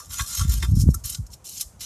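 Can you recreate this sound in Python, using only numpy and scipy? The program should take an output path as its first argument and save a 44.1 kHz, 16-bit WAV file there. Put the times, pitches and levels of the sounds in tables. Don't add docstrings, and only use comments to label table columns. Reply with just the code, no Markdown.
import sys
import numpy as np
from scipy import signal
from scipy.fft import rfft, irfft, next_fast_len
from scipy.io import wavfile
from scipy.ndimage import uniform_filter1d

SR = 44100
rng = np.random.default_rng(int(sys.argv[2]) if len(sys.argv) > 2 else 0)


def attenuation_scalar(level_db):
    decades = np.asarray(level_db, float) / 20
    return 10 ** decades


def generate_wav(sig):
    pcm = np.round(np.clip(np.atleast_2d(sig).T, -1, 1) * 32767).astype(np.int16)
    wavfile.write(sys.argv[1], SR, pcm)


N = 81585

# start_s, length_s, start_level_db, end_level_db, handle_weight_db
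STROKES = [(0, 0.025, -37.5, -52.5, 4.5), (0.019, 0.087, -48, -55.5, -6), (.091, 0.011, -46, -45, -10),
           (0.103, 0.12, -36, -35.5, -6), (0.183, 0.024, -27.5, -38, 0), (0.225, .025, -40.5, -39.5, 0),
           (0.259, 0.091, -36.5, -29, -11), (0.325, 0.046, -31, -32.5, -16.5),
           (0.377, 0.044, -31, -28, -7.5), (0.423, 0.073, -39.5, -54.5, -1),
           (0.4907, 0.049, -36.5, -30, -11.5), (0.547, 0.1, -36.5, -48, -11), (0.622, 0.024, -33, -37.5, 2),
           (0.646, 0.078, -51.5, -48.5, -6), (0.734, .012, -54, -52, -20),
           (0.749, 0.09, -39.5, -42.5, -14.5), (0.802, 0.032, -32.5, -40.5, -40),
           (0.869, 0.044, -45, -54, -9), (0.901, 0.016, -39, -48, -32), (0.933, 0.015, -48, -38.5, -3),
           (1.037, 0.1, -32, -38, -16.5), (1.104, 0.073, -48.5, -47, -9), (1.264, 0.0092, -38, -60.5, -18),
           (1.299, 0.042, -56.5, -43, -22), (1.442, 0.15, -41.5, -40, -55),
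           (1.539, 0.039, -56.5, -37.5, -15), (1.595, 0.033, -33, -40, -15), (1.792, 0.0076, -54, -48, -38),
           (1.805, 0.064, -35.5, -39.5, -19.5)]
# start_s, level_db, handle_weight_db, brightness_db
CATCHES = [(0.193, -30, 16, -6), (0.206, -31, 12.5, -12.5), (0.371, -28.5, -5.5, -8), (0.349, -27, -9, 3),
           (0.493, -31, -29, 5), (.594, -43, -21, 6), (0.407, -37, -0.5, 0), (0.477, -36.5, -25, 5),
           (0.625, -34, 6, 1), (0.712, -43, -40, 11), (0.785, -32.5, -19, 5), (0.526, -35, -21, 1),
           (0.941, -27, -8.5, 11), (0.993, -51.5, 4, -1), (1.053, -33.5, -36, 26), (1.093, -21.5, -25, 5),
           (1.145, -32.5, -16, -15), (1.333, -47, -15, -14), (1.489, -30.5, -40, 5), (1.577, -46, -22, 0),
           (1.608, -27, -26, -2)]
# centre_s, length_s, pitch_hz, level_db
SINGS = [(0.13, 0.02, 12700, -63), (0.181, 0.019, 6830, -32), (0.332, 0.013, 6960, -30),
         (0.377, 0.019, 11670, -31), (0.413, 0.026, 9200, -36), (0.494, 0.024, 13000, -48),
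         (0.531, 0.02, 13060, -33), (0.509, 0.08, 7150, -39), (.765, 0.042, 5530, -47),
         (.81, 0.032, 5460, -42.5), (0.908, 0.02, 5520, -48.5), (1.046, 0.012, 5620, -41.5),
         (1.084, 0.027, 12800, -49), (1.336, 0.008, 5480, -40.5), (1.576, 0.021, 7400, -45),
         (1.58, 0.015, 6500, -50)]
# start_s, pitch_hz, peak_db, t60_s
PINGS = [(.001, 1200, -46, 0.2), (.193, 1111, -23.5, 0.1), (0.194, 1340, -34, 0.1),
         (.2, 1650, -28.5, 0.091), (0.413, 1342, -29.5, 0.083), (1.295, 950, -50.5, 0.062),
         (0.406, 1139, -26, 0.068), (0.633, 343, -32, 0.067), (0.943, 1342, -30.5, 0.055),
         (1.148, 1465, -44.5, 0.076), (.63, 926, -40.5, 0.13)]
# time_s, level_db
FLATNESS = [(0, -6.5), (.1, -3), (.65, 2), (.74, -8.5), (.82, -10), (.87, -19), (1.0, -10), (1.05, -0.5),
            (1.3, -3.5), (1.6, -1), (1.85, 5.5)]
# frequency_hz, level_db (per Hz)
GRIT_COLOUR = [(880, -23), (1500, -45), (2340, -16), (4180, -3), (4690, -8), (5770, -1), (9370, -3.5),
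               (13300, -6.5), (14500, -26.5)]
BLADE_HZ = [3080, 4270, 4945, 5410, 5940, 6525, 7000, 7400, 8100, 9160, 10300, 11800, 12200, 13000]
BLADE_LEVELS_DB = [8.5, -39, 5.5, 11.5, 10, 9, 10, 1.5, -23, 0, 4, 3.5, -22, -5]
# pitch_hz, level_db, t60_s
HANDLE_MODES = [(880, -44, 0.11), (1170, 11.5, 0.089), (1387, 15.5, 0.032), (1602, 8.5, 0.036),
                (1780, 8, 0.035), (2052, 12.5, 0.012), (2457, 4, 0.069), (2662, 4, 0.059),
                (3208, 14.5, 0.023), (3570, 13, 0.065), (5000, 5, 0.063)]
# centre_s, peak_db, eddy_hz, length_s
BUFFETS = [(0.111, -34.5, 71, 0.059), (0.132, -60, 68, 0.022), (0.212, -21, 79.5, 0.016),
           (0.23, -26, 62, 0.015), (0.396, -25, 64.5, 0.025), (0.418, -14.5, 89.3, 0.026),
           (0.454, -15, 108, 0.01), (0.495, -12, 69, 0.03), (0.549, -16.5, 65.5, 0.048),
           (0.584, -26, 60.7, 0.009), (.628, -19.5, 74, 0.065), (0.692, -12.5, 81, 0.017),
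           (.722, -11.5, 106.5, .018), (0.743, -11, 114.3, 0.019), (0.756, -12.5, 63, 0.023),
           (0.774, -10.5, 122.5, 0.016), (0.799, -10.5, 76.6, 0.013), (0.821, -10.5, 95, 0.019),
           (0.84, -8, 98, 0.0095), (.878, -6, 73, 0.025), (.891, -3.5, 144, 0.0046),
           (0.904, -14.5, 63.7, 0.037), (0.968, -22.5, 74, 0.015), (1.057, -24.5, 70, 0.018),
           (1.115, -36, 74, 0.02), (1.196, -25.5, 124, 0.025), (1.208, -25, 74, 0.044),
           (1.307, -38.5, 66, 0.033), (1.666, -39, 56, 0.022), (1.82, -45, 73, 0.022),
           (0.868, -24.5, 242, 0.024), (0.725, -34, 265, 0.0065), (.772, -20.5, 182, 0.013),
           (0.951, -48, 337, 0.035), (0.344, -38.5, 55, 0.02), (1.018, -36.5, 80, 0.016),
           (1.8, -53, 51, 0.017), (0.524, -37, 144, 0.01)]
# frequency_hz, level_db (per Hz)
YARD_COLOUR = [(40, -0.5), (230, -5), (400, -11), (1200, -21), (1900, -30), (4400, -36), (6500, -27),
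               (14000, -43)]

ATTACK_S, RELEASE_S, CATCH_S = 0.0028, 0.008, 0.0045
GRAINS_PER_S, GRAIN_DB = 7000, 2.5
CHATTER_DB, CHATTER_HZ, SPARK_DB = -0.5, 90.97, 2.2
FLAT_HZ, SPLIT_HZ = 4770, 8540
WANDER_DB, WANDER_HZ = 3, 25.09
SHEET_T60_S, BLADE_T60_S, SING_T60_S = 0.012, 0.042, 0.035
SHEET_DB, BLADE_DB, DRY_DB, HANDLE_DB = -3.5, -6.5, -6, -4
PING_RISE_S = 0.0014
OVEN_T60_S, OVEN_DB, OVEN_HZ = 0.33, -14, 7400
SKEW, GLIDE = 2.23, 0.26
CREST_DB, CREST_POWER = -8.5, 0.63
SWIRL_DB, SWIRL_HZ, SWIRL_POWER = -17, 160.4, 1.45
EDDY_DB, BREEZE_DB = -11, -49
POP_S, POP_DB, POP_HZ = 0.8895, -9.5, 490
CEILING, PORT_HZ = 0.99, 33.7
YARD_DB, RUMBLE_WANDER_DB, AIR_WANDER_DB = -52, 3, 1.2
TOP_HZ = 13950


def peel(t):
    low, high, handle_force = contact_force(t)
    grains = grit_grains()
    grit = level(colour(grains, GRIT_COLOUR))
    flat = attenuation_scalar(np.interp(t, *np.array(FLATNESS).T))
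    edge = blade_edge(grit, low, high, flat)
    wander = [attenuation_scalar(WANDER_DB * walk(WANDER_HZ)) for _ in BLADE_HZ]
    blade = blade_ring(edge, grit, wander) + attenuation_scalar(DRY_DB) * edge
    handle = handle_ring(handle_force * grains, wander, flat)
    handle = handle / np.std(handle_ring(grains, wander, flat))
    return blade + attenuation_scalar(HANDLE_DB) * handle + singing(t, grains) + pings(t) + attenuation_scalar(OVEN_DB) * oven(blade)


def contact_force(t):
    low, high, handle = np.zeros((3, N))
    for start, length, start_db, end_db, weight_db in STROKES:
        u = t - start
        attack = np.clip(u / ATTACK_S + (start == 0), 0, 1)
        release = np.exp(-np.maximum(u - length, 0) / RELEASE_S)
        force = attack * attenuation_scalar(np.interp(u, [0, length], [start_db, end_db])) * release
        low += force ** 2
        high += force ** 2
        handle += (force * attenuation_scalar(weight_db)) ** 2
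    for start, db, weight_db, bright_db in CATCHES:
        u = np.maximum(t - start, 0) / CATCH_S
        force = np.sqrt(u) * np.exp(-u ** 2 / 2) * 1.364 * attenuation_scalar(db)
        low += (force * attenuation_scalar(-bright_db / 2)) ** 2
        high += (force * attenuation_scalar(bright_db / 2)) ** 2
        handle += (force * attenuation_scalar(weight_db)) ** 2
    return np.sqrt([low, high, handle])


def grit_grains():
    chance = rng.random((3, N))
    hits = chance[0] < GRAINS_PER_S / SR
    sizes = attenuation_scalar(-GRAIN_DB * np.log(chance[2] + 1e-9))
    grains = hits * np.sign(chance[1] - 0.5) * sizes
    return level(grains * attenuation_scalar(CHATTER_DB * walk(CHATTER_HZ)))


def blade_edge(grit, low, high, flat):
    slow, below = split(grit, FLAT_HZ), split(grit, SPLIT_HZ)
    spark = attenuation_scalar(SPARK_DB * walk(CHATTER_HZ * 1.4))
    return low * (flat * slow + below - slow) + high * spark * (grit - below)


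def blade_ring(edge, grit, wander):
    spots = rng.random((90, 2))

    def modes(x):
        sheet, strong = np.zeros((2, N))
        for k, (shift, decay) in enumerate(spots):
            hz = 2900 + 11000 * (k + shift) / len(spots)
            sheet += (-1) ** k * ring(x * wander[k % len(wander)], hz, SHEET_T60_S * (0.68 + decay))
        for hz, db, w in zip(BLADE_HZ, BLADE_LEVELS_DB, wander):
            strong += attenuation_scalar(db) * ring(x * w, hz, BLADE_T60_S)
        return sheet, strong

    sheet, strong = modes(edge)
    steady_sheet, steady_strong = modes(grit)
    return attenuation_scalar(SHEET_DB) * sheet / np.std(steady_sheet) + attenuation_scalar(BLADE_DB) * strong / np.std(steady_strong)


def handle_ring(x, wander, flat):
    out = np.zeros(N)
    for (hz, db, t60), w in zip(HANDLE_MODES, wander[::-1]):
        freedom = flat ** 2 if hz > 1500 else 1
        out += attenuation_scalar(db) * ring(x * w * freedom, hz, t60)
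    return cut(out, 940, "high", order=6)


def singing(t, grains):
    out = np.zeros(N)
    for centre, length, hz, db in SINGS:
        swell = np.exp(-(2 * (t - centre) / length) ** 2)
        out += attenuation_scalar(db) * ring(grains * swell, hz, SING_T60_S)
    return out


def pings(t):
    out = np.zeros(N)
    for start, hz, db, t60 in PINGS:
        u = np.maximum(t - start, 0)
        out += attenuation_scalar(db - 60 * u / t60) * (1 - np.exp(-u / PING_RISE_S)) * np.sin(2 * np.pi * hz * u)
    return out


def oven(blade):
    hiss_colour = [(1500, -35), (OVEN_HZ / 2, -14), (5200, -4), (OVEN_HZ, 0), (10500, -5), (14000, -10)]
    hiss = level(colour(rng.standard_normal(N), hiss_colour))
    fade = attenuation_scalar(-120 * np.arange(int(0.6 * SR)) / SR / OVEN_T60_S)
    power = signal.fftconvolve(blade ** 2, fade / fade.sum())[:N]
    return hiss * np.sqrt(np.abs(power))


def wind(t):
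    swing, gust = np.zeros((2, N))
    for (centre, db, hz, length), turn in zip(BUFFETS, rng.random(len(BUFFETS))):
        v = t - centre
        u = np.where(v < 0, SKEW, 1) * v / length
        swell = attenuation_scalar(db) * np.exp(-(1.72 * u) ** 2 / 2)
        phase = 2 * np.pi * (hz * v * (1 - GLIDE * np.tanh(u)) + (turn - 0.5) / 10)
        crest = swell * (swell * np.exp(-(v / length) ** 2)) ** CREST_POWER
        swing += swell * np.cos(phase) + attenuation_scalar(CREST_DB) * crest * np.cos(2 * phase)
        gust += swell
    noise = rng.standard_normal((2, N))
    swirl = cut(cut(noise[0], SWIRL_HZ * 1.275, "low", order=6), SWIRL_HZ * 1.13, "high")
    eddies = cut(cut(noise[1], 109.0, "low", order=4), 40, "high")
    push = swing + level(swirl, SWIRL_DB) * gust ** SWIRL_POWER
    push += level(eddies, EDDY_DB) * (uniform_filter1d(gust, 2500) + attenuation_scalar(BREEZE_DB))
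    push = CEILING * np.tanh(push / CEILING)
    return split(push, 530) - split(push, PORT_HZ) + cut(wind_pop(t), 160, "high")


def wind_pop(t):
    u = np.maximum(t - POP_S, 0) * POP_HZ
    return attenuation_scalar(POP_DB) * np.e * u * np.exp(-u * 1.8)


def yard():
    air = level(colour(rng.standard_normal(N), YARD_COLOUR), YARD_DB)
    rumble = cut(air, 179, "low") * attenuation_scalar(RUMBLE_WANDER_DB * walk(24.1))
    return rumble + cut(air, 520, "high") * attenuation_scalar(AIR_WANDER_DB * walk(10.52))


def level(x, db=0):
    return x * attenuation_scalar(db) / np.sqrt(np.mean(x ** 2))


def colour(x, table):
    hz, db = np.array(table, float).T
    n = next_fast_len(2 * N)
    f = np.maximum(np.arange(n // 2 + 1) * SR / n, 1)
    gain = attenuation_scalar(np.interp(np.log(f), np.log(hz), db, left=-60))
    return irfft(rfft(x, n) * gain, n)[:N]


def ring(x, hz, t60):
    r = np.exp(-np.log(1000) / (max(t60, 0.002) * SR))
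    w = 2 * np.pi * hz / SR
    return signal.lfilter([2 * np.sin(w) * np.sqrt(1 - r)], [1, -2 * r * np.cos(w), r * r], x)


def cut(x, hz, kind, order=2):
    return signal.sosfilt(signal.butter(order, hz, kind, fs=SR, output="sos"), x)


def split(x, hz):
    return signal.sosfiltfilt(signal.butter(4, hz, fs=SR, output="sos"), x)


def walk(rate):
    held = rng.standard_normal(N)[(np.arange(N) * rate / SR).astype(int)]
    return uniform_filter1d(held, max(int(SR / rate / 2), 1))


def scene():
    t = np.arange(N) / SR
    return (peel(t) + wind(t) + yard())[None]


def top_cut(x):
    return signal.sosfilt(signal.butter(12, 14920, fs=SR, output="sos"), x)


def record(dry):
    mix = signal.sosfilt(signal.ellip(12, 0.2, 75, TOP_HZ, fs=SR, output="sos"), dry)
    return top_cut(mix)


dry = scene()
out = record(dry)
generate_wav(out)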